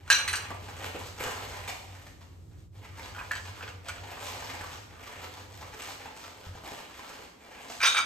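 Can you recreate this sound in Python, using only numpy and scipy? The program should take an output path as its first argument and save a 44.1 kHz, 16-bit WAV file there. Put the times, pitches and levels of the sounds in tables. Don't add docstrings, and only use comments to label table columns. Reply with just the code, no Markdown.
import sys
import numpy as np
from scipy import signal
from scipy.fft import rfft, irfft, next_fast_len
from scipy.io import wavfile
from scipy.ndimage import uniform_filter1d

SR = 44100
rng = np.random.default_rng(int(sys.argv[2]) if len(sys.argv) > 2 else 0)


def unload_audio(sound):
    columns = np.transpose(np.atleast_2d(sound))
    steps = np.round(np.clip(columns, -1, 1) * 32767)
    wavfile.write(sys.argv[1], SR, steps.astype(np.int16))


N = 355004

# (start [s], length [s], relative rustle level [dB],
# treble against it [dB], low thrum against it [dB])
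HANDFULS = [(-0.05, 0.078, -55, -9.5, -3), (0.033, 0.44, -42, -11, -9.5), (0.483, 0.059, -44.5, -8, 2.5),
            (0.578, 0.093, -49.5, -2.5, -3), (0.638, 0.18, -44.5, -7, -4), (0.808, 0.055, -36, -6, -0.5),
            (0.92, 0.041, -37.5, -15, -2), (0.96, 0.12, -48.5, 1, -11), (1.142, 0.17, -38, -5.5, -3.5),
            (1.298, 0.31, -44.5, -5.5, -3), (1.5, 0.21, -44, -7, -4), (1.657, 0.04, -46.5, 3.5, 4.5),
            (1.793, 0.23, -53.5, -6, -4.5), (2.022, .06, -52.5, -2, -0.5), (2.191, 0.032, -49.5, -6, -5),
            (2.286, 0.045, -66, -8, -7), (2.483, 0.077, -65, -8, -10), (2.555, 0.052, -65.5, 3.5, -5),
            (2.715, 0.15, -55, -6.5, -1), (2.796, 0.16, -53.5, -6.5, -17), (2.936, 0.14, -48, -4, -5.5),
            (3.065, 0.42, -51, -3.5, -0.5), (3.406, 0.23, -49.5, -7.5, -4), (3.59, 0.1, -46, -8.5, -2.5),
            (3.815, 0.17, -47, -7.5, -3.5), (3.983, 0.091, -48.5, -8, 0), (4.027, 0.21, -47.5, -5.5, -2.5),
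            (4.197, 0.12, -40.5, -1.5, -3), (4.255, 0.3, -42.5, -5, -5.5), (4.558, 0.2, -42.5, -4, -4),
            (4.866, 0.39, -50.5, -10, -4.5), (4.938, 0.31, -47.5, -5.5, -4), (5.295, 0.13, -47.5, -4.5, -5),
            (5.478, 0.13, -48, -3.5, -2), (5.595, 0.15, -47, -7.5, -4.5), (5.749, 0.17, -42.5, -2.5, -8.5),
            (5.963, 0.14, -44.5, -10, -4), (6.126, 0.16, -46.5, -2.5, -4.5), (6.3, 0.18, -50.5, -5.5, -3),
            (6.504, 0.09, -47.5, -9, -7), (6.614, 0.19, -43.5, -5, -3.5), (6.756, 0.23, -53, -4, -34),
            (6.92, 0.32, -47.5, -5.5, -4), (7.365, 0.29, -50.5, -8.5, -2.5),
            (7.572, 0.12, -47.5, -4.5, -0.5), (7.65, 0.2, -48, 0.5, -11), (7.8, 0.42, -57, -7, 3)]
# (frequency [Hz], relative level [dB])
PAPER_COLOUR = [(100, -46), (200, -12.5), (500, -3), (900, 15.5), (2200, 12), (4500, 4.5), (8000, 0.5),
                (10000, -5), (12500, -8.5), (15500, -8.5)]
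# (frequency [Hz], relative level [dB], t60 [s])
PAPER_BOX = [(295, -29, 0.31), (429.3, 15, 0.031), (503, 13, 0.044), (920, -11, 0.12), (1270, 1.5, 0.011)]
GRIP_S, GRIP_SHARE, LET_GO_T60_S = 0.035, 0.13, 0.16
BOX_SWING_DB = 3.5


def paper():
    start, length, level_db, treble_db, low_db = np.transpose(HANDFULS)
    handfuls = zip(start, length, GRIP_S + GRIP_SHARE * length)
    power = np.array([swell(s, held, rise, LET_GO_T60_S) ** 2 for s, held, rise in handfuls])
    creases = grains(per_s=2500 * from_db(4.0 * wander(SR // 90)), spread_db=1.0)
    creases = creases * rng.standard_normal(N) * from_db(1.43 * wander(SR // 20))

    box = 0
    for hz, db, t60 in PAPER_BOX:
        box = box + from_db(db + BOX_SWING_DB * wander(SR // 30)) * ring(creases, hz, t60)
    sheet = patchy(coloured(creases, PAPER_COLOUR)) + from_db(-16) * rms_one(box)

    def band(edge_hz, kind):
        return rms_one(signal.sosfilt(signal.butter(3, edge_hz, kind, fs=SR, output="sos"), sheet))

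    def gain(db):
        return np.sqrt(from_db(2 * db) @ power)

    middle = gain(level_db) * band([670, 3150], "band")
    low = gain(level_db + low_db) * band(670, "low")
    treble = gain(level_db + treble_db) * band(3150, "high")
    return middle + low + treble


PATCHY_DB = 2.2


def patchy(x):
    edges = 200 * 2 ** np.arange(0, 6.6, .5)
    out = 0
    for k, pair in enumerate(zip(edges, edges[1:])):
        band = signal.sosfilt(signal.butter(2, pair, "band", fs=SR, output="sos"), x)
        out = out + (-1) ** k * from_db(PATCHY_DB * wander(SR // 55)) * band
    return out


# (time [s], relative level of the ring's peak [dB], pitch [Hz])
SNAPS = [(0.505, -26.5, 1074), (0.685, -32.5, 880), (0.813, -33, 840), (0.842, -30, 2550),
         (0.947, -28.5, 510), (1.009, -31, 900), (1.204, -32, 500), (1.261, -26, 1370), (1.53, -38, 860),
         (1.677, -26.5, 2310), (1.699, -27, 2400), (2.067, -37.5, 1730), (2.213, -44, 1080),
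         (2.85, -40, 2140), (2.981, -35, 890), (2.995, -33, 2190), (4.171, -31.5, 956), (4.222, -33, 865),
         (4.347, -35, 799), (4.421, -30, 888), (4.538, -31.5, 810), (4.61, -28.5, 1660), (4.641, -32, 1080),
         (5.626, -32.5, 1070), (5.887, -33, 790), (6.002, -37.5, 526), (6.057, -29, 867),
         (6.55, -36.5, 802), (6.636, -35, 766), (6.67, -34.5, 830), (6.716, -31.5, 507),
         (6.802, -36.5, 900), (6.992, -34.5, 1050), (7.109, -35.5, 1370), (7.195, -41, 510),
         (7.236, -41.5, 425), (7.488, -42.5, 550), (7.699, -29.5, 660)]
SNAP_CYCLES = 14.6
SNAP_T60_S, SNAP_HISS = 0.061, 0.73


def snaps():
    out, t = np.zeros(N + 2000), np.arange(2000) / SR
    for s, peak_db, hz in SNAPS:
        noise = rng.standard_normal(len(t)) * from_db(-60 * t / SNAP_T60_S)
        burst = noise + 3.8 * (t == 0)
        t60 = SNAP_CYCLES / hz
        tone = ring(burst, hz, t60) - 0.6 * ring(burst, 1.91 * hz, t60 / 2)
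        hiss = signal.sosfilt(signal.butter(1, 1.5 * hz, fs=SR, output="sos"), noise)
        snap = tone / np.abs(tone).max() + SNAP_HISS * hiss
        out[round(s * SR):][:2000] += from_db(peak_db) * snap
    return out[:N]


# (time [s], relative blow level [dB], hardness [dB per octave], favoured frequency [Hz])
NESTED = [
    [(0.0775, -36.5, -0.5, 1490), (0.1015, -8, 2, 1640), (0.1035, -20, -2, 2830), (0.1165, -10.5, -4, 4030),
     (0.1266, -13.5, -1.5, 5970), (0.145, -21.5, -1, 4030), (0.153, -20, 0, 5970), (0.1885, -19, -2, 1520),
     (0.197, -25, -6, 2500)],
    [(0.2782, -11, -2.5, 1900), (0.2855, -35, 9, 4020)],
    [(0.3308, -16, 0, 1760), (0.3375, -23, -16, 1640), (0.3555, -27, 6, 5570), (0.365, -33, 3, 1475)],
]
# (frequency [Hz], relative level [dB], t60 [s])
NESTED_MODES = [(1050, -31.5, .08), (1350, -19.5, 0.12), (1475, -5.5, 0.078), (1550, -10.5, 0.11),
                (1640, -5, 0.05), (1900, -14.5, 0.042), (2304, -14.5, 0.34), (2385, -11, 0.26),
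                (2546, -9.5, 0.21), (2600, -13, .12), (2830, -4, 0.14), (3106, -9, 0.1), (3531, -23, 0.1),
                (3950, -11, 0.13), (4030, -6, 0.15), (4170, -3, 0.058), (4600, -5, 0.043),
                (5860, -11.5, 0.09), (5970, -2.5, 0.13), (5970, -11, 0.09), (6650, -16, 0.091),
                (6610, -17, 0.21), (6770, -14.5, 0.12), (7560, -13.5, 0.11), (8670, -2.5, 0.04),
                (11160, -15, 0.16), (13300, -24, 0.071)]
CHOKE_T60_S = .015


def nested():
    out, ends_s = 0, [stage[0][0] for stage in NESTED[1:]] + [N / SR]
    for stage, end_s in zip(NESTED, ends_s):
        ringing = knocks(stage, NESTED_MODES, clatter_db=13.5, chatter_db=-0.5, favour_db=12.0)
        out = out + ringing * swell(-1, end_s + 1, 1, CHOKE_T60_S)
    return out


# (time [s], relative blow level [dB], hardness [dB per octave], favoured frequency [Hz])
NUDGED = [(3.149, -26.5, 1.5, 1500), (3.163, -30, 2, 1480), (3.180, -25, -8, 1550), (3.19, -25, -4, 2450),
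          (3.2002, -29, -16, 1690), (3.212, -31.5, -10.5, 1050), (3.226, -41, -7, 2400),
          (3.3109, -14, -4, 1740), (3.3165, -26, 11.5, 1710), (3.3345, -27, 6, 1720),
          (3.3537, -25, 7, 1700), (3.359, -21, -10, 3950), (3.3686, -28, 7.5, 2890),
          (3.6085, -26.5, -2, 1530), (3.6267, -20.5, -1.5, 2630), (3.6779, -24, 3.5, 1527),
          (3.69, -33, 7, 2700), (3.8849, -17.5, 3, 1400), (3.8862, -30, 6.5, 7950),
          (3.8926, -24, 7.5, 2370)]
# (frequency [Hz], relative level [dB], t60 [s])
NUDGED_MODES = [(1036, -13.5, 0.05), (1370, -5.5, 0.055), (1463, -5, 0.062), (1644, -1, 0.054),
                (1740, -6.5, 0.06), (2360, -6, 0.058), (2516, -5.5, 0.033), (2750, -13, 0.06),
                (2940, -12, 0.043), (3200, -3.5, 0.044), (3950, -15, 0.037), (4540, -5.5, 0.016),
                (6200, -16, 0.027), (6970, -20, 0.043), (7950, -17, 0.015), (11500, -24, 0.015)]


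def nudged():
    return knocks(NUDGED, NUDGED_MODES, clatter_db=9.0, chatter_db=-4.0, favour_db=13.5)


# (start [s], length [s], relative level of the ticks [dB])
PULLS = [(7.82, 0.059, -55), (7.93, 0.048, -65)]
# (frequency [Hz], relative level [dB], t60 [s])
DRAGGED_MODES = [(900, -16, 0.1), (1117, -11.5, 0.11), (1270, -9.5, 0.025), (1380, 0, 0.095),
                 (1573, -3, 0.064), (1733, -10.5, 0.05), (2270, -12.5, 0.14), (2350, -1.5, 0.14),
                 (2460, -1, 0.078), (3066, -1.5, 0.06), (3510, -8.5, 0.078), (3830, -22, 0.024),
                 (3760, 0.5, 0.057), (4800, -8, 0.083), (4870, -4.5, 0.039), (5950, -8, 0.07),
                 (6550, -8, 0.061), (5770, -17, 0.088), (6240, -15, 0.06), (5650, -21, 0.046),
                 (2650, -18, 0.05), (13100, -28, 0.036), (8550, -6, 0.033), (11200, -20, 0.03)]
PULL_RISE_S, PULL_T60_S = 0.015, 0.078


def dragged():
    start = round(PULLS[0][0] * SR)
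    pull = sum(from_db(db) * swell(s, length, PULL_RISE_S, PULL_T60_S) for s, length, db in PULLS)
    ticks = (grains(per_s=960, spread_db=-2.5) * pull)[start:]

    def contact(k, hz):
        return ticks * from_db(3.5 * wander(SR // 60, len(ticks)))
    return np.pad(stacked_china(contact, DRAGGED_MODES, clatter_db=12.0), (start, 0))


# (time [s], relative blow level [dB], hardness [dB per octave], favoured frequency [Hz])
CAUGHT = [(7.8035, -19.5, -4.5, 2300), (7.8138, -21, -1, 2340), (7.8326, -8.5, -6, 1475),
          (7.841, -19, -2, 2350), (7.853, -13.5, 0, 6430), (7.862, -16.5, -0.5, 3720),
          (7.870, -29, 6.5, 1380), (7.879, -27, 6, 6340), (7.892, -26, 4, 3720), (7.906, -25, 0, 3720),
          (7.922, -26.5, 0, 3700), (7.946, -16, -6, 1180), (7.9561, -19, -7, 2360), (7.968, -12, -3, 1270),
          (7.978, -18, -3, 5930), (7.981, -20.5, -0.5, 1380), (7.989, -27, 1, 1195), (8.003, -26, 2, 3380)]


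def caught():
    return knocks(CAUGHT, DRAGGED_MODES, clatter_db=8.0, chatter_db=3.0, favour_db=11.0)


SHARE_DB = -20.5
RING_OUT = SR * 3 // 4


def knocks(blows, modes, clatter_db, chatter_db, favour_db):
    s, peak_db, hardness_db, favoured_hz = np.transpose(blows)
    at = np.round(s * SR).astype(int)
    luck = rng.standard_normal((len(blows), len(modes)))
    start, end = at.min(), min(at.max() + RING_OUT, N)

    def strike(k, hz):
        near = np.exp(-(np.log2(hz / favoured_hz) / 0.093) ** 2)
        tilt_db = hardness_db * np.log2(hz / 2000)
        clicks = np.zeros(end - start)
        clicks[at - start] = from_db(peak_db + SHARE_DB + tilt_db + favour_db * near + 2.0 * luck[:, k])
        return clicks + from_db(chatter_db) * smear(clicks, t60=0.099)
    return np.pad(stacked_china(strike, modes, clatter_db), (start, N - end))


RATTLE_DB = 2.5


def stacked_china(strike, modes, clatter_db):
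    out = 0
    for k, (hz, level_db, t60) in enumerate(modes):
        force = from_db(level_db) * strike(k, hz)
        twin_hz = hz * (1 + 0.012 * (-1) ** k)
        pair = ring(force, hz, t60) - 0.71 * ring(force, twin_hz, 0.64 * t60)
        flutter = from_db(RATTLE_DB * wander(SR // 200, len(pair)) - RATTLE_DB / 2)
        clatter = from_db(clatter_db) * ring(force, hz, 20.0 / hz) * (-1) ** k
        out = out + pair * flutter + clatter
    return signal.sosfilt(signal.butter(2, 800, "high", fs=SR, output="sos"), out)


# (time [s], relative level [dB])
THUD = [(6.467, -39.5), (6.491, -37), (6.55, -39.5)]
# (frequency [Hz], relative level [dB], t60 [s])
FLOOR_MODES = [(64, -14, 0.72), (92, -2.5, 0.32), (143, -12, 0.23)]


def footfall():
    steps = np.zeros(N)
    for s, peak_db in THUD:
        steps[round(s * SR)] = from_db(peak_db)
    steps = signal.sosfilt(signal.butter(2, 250, fs=SR, output="sos"), steps)
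    return sum(from_db(db) * ring(steps, hz, t60) for hz, db, t60 in FLOOR_MODES)


# (time [s], level [dB])
RUMBLE = [(0.0, -47), (1.4, -47), (2.25, -50), (2.5, -46), (4.2, -50.5), (4.7, -48), (5.4, -54.5),
          (5.65, -47), (5.9, -60.5), (6.5, -61), (6.85, -65.5), (7.4, -70.5), (8.05, -60.5)]
# (frequency [Hz], width [Hz], relative level [dB])
RUMBLE_PEAKS = [(41.8, 12, -21), (60.6, 17, -7.5), (92.6, 19.6, 1.5), (151.4, 36, -13)]


def rumble():
    low = 0
    for hz, width_hz, db in RUMBLE_PEAKS:
        edges = [hz - width_hz / 2, hz + width_hz / 2]
        white = rng.standard_normal((2, N))
        band = signal.sosfilt(signal.butter(2, edges, "band", fs=SR, output="sos"), white)
        low = low + from_db(db) * rms_one(band)
    return from_db(in_time(RUMBLE)[0]) * rms_one(low)


# (frequency [Hz], relative level [dB per Hz])
AIR = [(30, -35), (60, -8.5), (120, -23), (300, -12.5), (600, -25), (2000, -39), (8000, -40), (15500, -50)]
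AIR_DB = -58.5


def room_tone():
    return from_db(AIR_DB) * coloured(rng.standard_normal((2, N)), AIR)


# (frequency [Hz], t60 [s])
ROOM_T60 = [(200, 1), (1500, 0.75), (10000, 0.69)]


def room(x, wet_db, t60_share):
    t = np.arange(SR // 2) / SR
    tail, edges = 0, 100 * 2 ** np.arange(0, 8.1, 1)
    for low, high in zip(edges, np.minimum(edges[1:], .48 * SR)):
        noise = rng.standard_normal((2, len(t)))
        band = signal.sosfilt(signal.butter(1, [low, high], "band", fs=SR, output="sos"), noise)
        t60 = t60_share * at_hz(ROOM_T60, np.sqrt(low * high))
        tail = tail + band * from_db(-60 * t / t60)
    tail *= np.clip((t - .003) / 0.0017, 0, 1)
    tail /= np.sqrt(np.sum(tail ** 2, axis=1, keepdims=True))
    return x + from_db(wet_db) * signal.fftconvolve(x[None], tail, axes=1)[:, :N]


def ring(clicks, hz, t60):
    r, w = from_db(-60 / (t60 * SR)), 2 * np.pi * hz / SR
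    return signal.lfilter([0, np.sin(w)], [1, -2 * r * np.cos(w), r * r], clicks + 1e-18)


def grains(per_s, spread_db):
    sizes = from_db(spread_db * np.minimum(rng.exponential(1, N), 5)) * rng.choice([-1, 1], N)
    return rms_one(sizes * (rng.random(N) < per_s / SR))


def smear(x, t60):
    r = from_db(-60 / (t60 * SR))
    envelope = signal.lfilter([1], [1, -r], x + 1e-18)
    return np.sqrt(1 - r * r) * envelope * rng.standard_normal(len(x))


def swell(start, length, rise, t60):
    t = np.arange(N) / SR - start
    attack = np.sin(np.pi / 2 * np.clip(t / rise, 0, 1)) ** 2
    return attack * from_db(-60 * np.maximum(t - length, 0) / t60)


def wander(span, length=N):
    once = uniform_filter1d(rng.standard_normal(length), span)
    return rms_one(uniform_filter1d(once, span))


def coloured(x, spectrum):
    size = next_fast_len(N)
    gain = from_db(at_hz(spectrum, np.fft.rfftfreq(size, 1 / SR)))
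    return rms_one(irfft(rfft(x, size) * gain, size)[..., :N])


def at_hz(points, hz):
    points_hz, values = np.transpose(points)
    return np.interp(np.log(hz + 1), np.log(points_hz), values)


def in_time(rows):
    s, *columns = np.transpose(rows)
    return [np.interp(np.arange(N) / SR, s, c) for c in columns]


def from_db(db):
    return 10 ** (np.asarray(db) / 20)


def rms_one(x):
    return x / np.sqrt(np.mean(x ** 2) + 1e-20)


DIP_S, DIP_WIDTH_S, DIP_DB = 2.7, .035, -9


def scene():
    china = nested() + nudged() + caught() + dragged()
    china = room(china, wet_db=-4.5, t60_share=.55) * from_db([[-.8], [.8]])
    rustle = room(paper(), wet_db=2.0, t60_share=1) + room(snaps(), wet_db=0.0, t60_share=0.72)
    rustle = from_db([[-4.3], [-3.7]]) * rustle
    dip = from_db(DIP_DB * np.exp(-((np.arange(N) / SR - DIP_S) / DIP_WIDTH_S) ** 2))
    return china + dip * (rustle + room_tone()) + rumble() + footfall()


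# (frequency [Hz], share in common [0 to 1])
LIKENESS = [(25, .85), (80, .97), (290, 0.62), (640, 0.06), (3000, 0.11), (6500, 0.31), (8500, 0.93),
            (15000, .95)]
# (frequency [Hz], left minus right [rad])
PHASE = [(0, 0), (340, 0), (950, .8), (2150, .6), (5340, 1.5), (7400, 0), (8300, -.8), (9400, -3.0),
         (10800, -3.25), (11900, -6.1), (14000, -6.4), (14800, -9.3), (15600, -9.5)]
CUTOFF_HZ = 15600


def record(dry):
    size = next_fast_len(N + 2000)
    hz = np.fft.rfftfreq(size, 1 / SR)
    left, right = rfft(dry, size)
    alike = np.clip(at_hz(LIKENESS, hz), 0, 1)
    common = np.sqrt(1 + alike) * (left + right) / 2
    apart = np.sqrt(1 - alike) * (left - right) / 2
    turn = np.exp(.5j * np.interp(hz, *np.transpose(PHASE)))
    pair = irfft([(common + apart) * turn, (common - apart) / turn], size)[:, :N]
    return signal.sosfilt(signal.ellip(10, .5, 80, CUTOFF_HZ, fs=SR, output="sos"), pair)


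dry = scene()
out = record(dry)
unload_audio(out)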